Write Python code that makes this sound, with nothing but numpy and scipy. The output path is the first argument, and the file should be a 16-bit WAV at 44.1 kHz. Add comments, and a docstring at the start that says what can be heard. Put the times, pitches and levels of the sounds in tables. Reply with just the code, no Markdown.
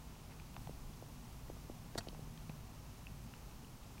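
"""A cat licks its paw close to a small microphone, over room rumble, a faint wavering hum and hiss.
First the rough tongue brushes the fur twice. Then saliva films snap in wet ticks, and the parting
tongue and lips make soft, dull pops. Halfway through, amid the busiest licking, a bump gives one
sharp, rasping click with a low thud. The hum swells briefly, and the licking thins to a few ticks."""
import sys
import numpy as np
from scipy import signal
from scipy.fft import rfft, irfft, next_fast_len
from scipy.io import wavfile
from scipy.ndimage import map_coordinates

SR = 44100
rng = np.random.default_rng(int(sys.argv[2]) if len(sys.argv) > 2 else 0)


def generate_wav(sig):
    """Save sig (samples, or channels by samples) to the path in sys.argv[1] as 16-bit PCM at SR."""
    pcm = np.round(np.clip(np.atleast_2d(sig).T, -1, 1) * 32767).astype(np.int16)
    wavfile.write(sys.argv[1], SR, pcm)


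N = 176400


def amp(db):
    """Decibels to gain."""
    return 10 ** (np.asarray(db) / 20)


def unit(x):
    """Scale to rms 1."""
    return x / np.sqrt(np.mean(x ** 2) + 1e-20)


def add(track, s, sound):
    """Mix a sound in at s seconds."""
    i = int(round(s * SR))
    track[i:i + len(sound)] += sound[:N - i]


def curves(rows):
    """Automation lanes: one value per sample for each column after the time."""
    times, *columns = np.transpose(rows)
    return [np.interp(np.arange(N) / SR, times, column) for column in columns]


def wobble(rate):
    """A smooth random curve, rate knots a second."""
    return map_coordinates(rng.standard_normal(400), [np.arange(N) * rate / SR], mode="mirror")


def coloured(x, points):
    """EQ x through (frequency [Hz], gain [dB]) points on a log frequency axis."""
    point_hz, db = np.transpose(points)
    hz = np.fft.rfftfreq(len(x), 1 / SR)
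    gain = amp(np.interp(np.log(hz + 1), np.log(point_hz + 1), db))
    return irfft(rfft(x) * gain, len(x))


def noise(points):
    """Coloured noise of rms 1."""
    return unit(coloured(rng.standard_normal(N), points))


def decay(t, t60):
    """Falls 60 dB in t60 seconds."""
    return np.exp(-np.log(1000) * t / t60)


# Cues for the snapping saliva films:
# (time [s], ring level [dB], pitch [Hz], ring decay t60 [s], snap level [dB])
TICKS = [(.154, -59, 2750, .012, -64), (0.3988, -48, 2480, 0.009, -49.5), (0.5436, -55, 2600, .01, -60),
         (0.565, -48, 2750, .009, -46.5), (.5658, -50, 3600, .008, -57), (.6727, -54, 3300, .006, -47.5),
         (.936, -54, 3450, .01, -57), (1.483, -55, 1890, .01, -60), (1.9505, -41.5, 1700, 0.0053, -48),
         (1.9558, -45, 1550, .008, -54), (2.008, -48.5, 2600, 0.016, -46.5),
         (2.0728, -61, 2700, 0.009, -54), (2.0858, -43.5, 3070, 0.0064, -41),
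         (2.086, -44.5, 4400, 0.0067, -55), (2.148, -54, 2680, .008, -61), (2.376, -56, 3260, .012, -49),
         (2.4951, -46, 2550, 0.01, -49), (2.497, -55, 4230, .008, -49), (3.069, -39.5, 2645, .0115, -55),
         (3.338, -46.5, 2790, 0.012, -54), (3.512, -54, 2600, .01, -62), (3.647, -54.5, 2900, .014, -62),
         (3.834, -56, 3450, 0.0091, -59), (3.980, -51.5, 2450, 0.012, -58)]


def tongue_ticks(attack_s=0.00037, snap_t60_s=0.0062, snap_band_hz=(1300, 4870)):
    """Each wet snap crackles and rings a tiny pocket of air for a few milliseconds."""
    out, t = np.zeros(N), np.arange(SR // 20) / SR
    band = signal.butter(3, snap_band_hz, "band", fs=SR, output="sos")
    attack = 1 - np.exp(-t / attack_s)
    for s, ring_db, hz, t60, snap_db in TICKS:
        ring = np.sqrt(2) * np.sin(2 * np.pi * hz * t) * decay(t, t60) * attack
        snap = signal.sosfilt(band, rng.standard_normal(len(t)) * decay(t, snap_t60_s))
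        add(out, s, amp(ring_db) * ring + amp(snap_db) * snap / abs(snap).max())
    return out


# Cues for tongue and lips parting:
# (time [s], peak before the cavity resonance [dB], start pitch [Hz], end pitch [Hz], attack [s])
POPS = [(.5651, -42, 1750, 550, .001), (0.6727, -45, 1150, 620, 0.0011), (0.6942, -40.5, 806, 160, .0011),
        (1.0244, -42.5, 866, 200, 0.0012), (1.4996, -39, 920, 190, 0.0013),
        (1.5687, -53, 850, 220, 0.00089), (1.6981, -39, 810, 190, 0.0016),
        (1.9552, -34.5, 890, 190, 0.0013), (2.0068, -49, 2100, 520, .0009),
        (2.071, -42.5, 1230, 170, 0.0017), (2.0858, -42.5, 600, 150, 0.0019),
        (2.1301, -47, 835, 220, 0.0016), (2.1477, -47.5, 1600, 430, .0011),
        (2.1921, -45.5, 990, 149, .0019), (2.274, -52, 755, 200, .0012), (2.4949, -39, 330, 161, 0.0021),
        (2.4982, -45.5, 1000, 350, 0.00077), (3.3372, -50, 1900, 1200, .0008)]


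def mouth_pops(glide_s=0.0015, cavity_hz=690, cavity_db=-6):
    """A release of suction rings the mouth for a few cycles; the pitch dives as the gap opens."""
    pops, t = np.zeros(N), np.arange(SR // 20) / SR
    for s, db, start_hz, end_hz, attack_s in POPS:
        hz = end_hz + (start_hz - end_hz) * np.exp(-t / glide_s)
        swell = t / attack_s * np.exp(1 - t / attack_s)
        add(pops, s, amp(db) * swell * np.sin(2 * np.pi * np.cumsum(hz) / SR))
    cavity = signal.lfilter(*signal.iirpeak(cavity_hz, Q=3.5, fs=SR), pops)  # firms up every pop
    return pops + amp(cavity_db) * cavity


# Cues for the tongue dragging over fur: (centre time [s], length [s], level [dB])
STROKES = [(0.133, .04, -76), (0.319, 0.04, -65)]
# EQ of the fur's brushy midrange: (frequency [Hz], gain [dB])
FUR_EQ = [(500, -24), (1500, -1), (2600, 0), (4000, -10), (8000, -22)]


def fur_strokes(barbs_per_s=1500):
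    """The tongue's barbs rasp faintly over the fur, swelling and fading."""
    t = np.arange(N) / SR
    swell = sum(amp(db) * np.exp(-(2 * (t - s) / length) ** 2) for s, length, db in STROKES)
    barbs = rng.standard_normal(N) * (rng.random(N) < barbs_per_s / SR)
    return swell * unit(coloured(barbs, FUR_EQ))


# EQ of the skid's gritty rasp: (frequency [Hz], gain [dB])
RASP_EQ = [(200, 1.5), (380, 4), (720, 3), (1100, -3), (1900, 1), (2700, -15), (3900, 1), (6000, -3),
           (8200, -4.5), (10500, -11.5), (13500, -19), (15500, -26)]
# Ringing modes of the bumped object: (frequency [Hz], relative level [dB])
BODY_MODES = [(229, 1), (470, -6), (675, 3), (924, -7), (1410, -7), (1675, -5.5), (1876, -5), (4190, -4),
              (4541, -4), (4690, -8), (5190, -9), (5728, -7), (7743, -11)]


def bump(skid_s=1.975, rise_s=0.0045, contacts_per_s=7000, layer_db=-39,
         thud_s=1.9782, thud_hz=102, thud_db=-33.5):
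    """A skid of tiny contacts rasps and rings an object, damped as it comes to rest, over a thud."""
    out, t = np.zeros(N), np.arange(SR // 5) / SR
    contacts = (rng.random(len(t)) < contacts_per_s / SR) * np.sign(rng.standard_normal(len(t)))
    rasp = coloured(contacts, RASP_EQ)
    ring = sum(amp(db) * np.sin(2 * np.pi * (hz * t + rng.random())) for hz, db in BODY_MODES)
    attack = np.minimum(t / rise_s, 1) ** 2
    for source, hold_s, t60 in (rasp, 0.008, 0.025), (ring, 0.011, 0.026):
        layer = source * attack * decay(np.maximum(t - rise_s - hold_s, 0), t60)
        burst_rms = np.sqrt(np.sum(layer ** 2) / (0.008 * SR))  # as if packed into 8 ms
        add(out, skid_s, amp(layer_db) * layer / burst_rms)
    add(out, thud_s, amp(thud_db) * np.sin(2 * np.pi * thud_hz * t) * decay(t, t60=0.05))
    return out


def room_reverb(x, t60=0.08):
    """The short, dead tail of a soft, furnished room."""
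    t = np.arange(SR // 4) / SR
    tail = rng.standard_normal(len(t)) * decay(t, t60)
    return signal.fftconvolve(x, tail / np.linalg.norm(tail))[:N]


# Fader rides of the rumble: (time [s], deep bass level [dB], upper bass level before trim [dB])
RUMBLE_LEVELS = [(0, -57, -57.5), (.4, -57.5, -57), (.54, -55, -55), (.62, -50.5, -50.5), (.76, -50, -55.5),
                 (.87, -48.5, -56.5), (.98, -58.5, -55.5), (1.47, -52.5, -55), (1.85, -58, -56.5),
                 (2.1, -53.5, -56), (2.55, -57, -56.5), (2.75, -56.5, -59), (3.05, -56, -55.5),
                 (3.3, -58, -56.5), (3.5, -54.5, -57), (4, -56, -57)]
# EQ of the deep bass: (frequency [Hz], gain [dB])
DEEP_BASS_EQ = [(15, -9.5), (30, -6.5), (42, -7.5), (52, 1), (68, -11), (90, -23), (160, -53)]
# EQ of the upper bass: (frequency [Hz], gain [dB])
UPPER_BASS_EQ = [(50, -31), (75, -6), (92, 1), (130, 1), (175, -4), (205, -6.5), (232, -3.5), (275, -11.5),
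                 (400, -36.5)]


def room_rumble(upper_trim_db=0.5):
    """A bed of two bass noise bands, each swelling and sinking slowly."""
    deep_db, upper_db = curves(RUMBLE_LEVELS)
    return amp(deep_db) * noise(DEEP_BASS_EQ) + amp(upper_db + upper_trim_db) * noise(UPPER_BASS_EQ)


# Fader ride of the hum: (time [s], level [dB])
HUM_LEVELS = [(0, -66.5), (.55, -66), (1.0, -66.5), (2.1, -64), (2.2, -56.5), (2.56, -57.5), (2.7, -64.5),
              (4, -71)]


def hum(pitch_hz=152.2, drift_hz=1.92):
    """One faint low tone whose pitch wavers at random."""
    db, = curves(HUM_LEVELS)
    hz = pitch_hz + drift_hz * wobble(rate=12)
    return amp(db) * unit(np.sin(2 * np.pi * np.cumsum(hz) / SR))


# EQ of the room air and microphone hiss: (frequency [Hz], gain [dB])
AIR_EQ = [(100, -2.5), (290, 0), (400, -0.5), (520, -4.5), (700, -3), (900, -2), (1200, -5.5), (1600, -12),
          (2100, -12.5), (2700, -11), (3400, -14.5), (4500, -14), (6300, -13.5), (7800, -18),
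          (11000, -19.5), (15500, -21)]


def air_and_hiss(level_db=-60, waver_db=0.2):
    """Room air and the microphone's own hiss make an almost steady noise floor."""
    return amp(level_db + waver_db * wobble(rate=4.15)) * noise(AIR_EQ)


def scene(reverb_db=-16):
    """The cat and the bump, close up, over the room tone, in mono."""
    near = tongue_ticks() + mouth_pops() + fur_strokes() + bump()
    reverb = amp(reverb_db) * room_reverb(near)
    return (near + reverb + room_rumble() + hum() + air_and_hiss())[None]


def record(dry, top_hz=15850):
    """A brick-wall low-pass takes off the very top of the treble."""
    padded = next_fast_len(N + SR // 2)
    passband = np.fft.rfftfreq(padded, 1 / SR) < top_hz
    return irfft(rfft(dry, padded) * passband, padded)[..., :N]


dry = scene()
out = record(dry)
generate_wav(out)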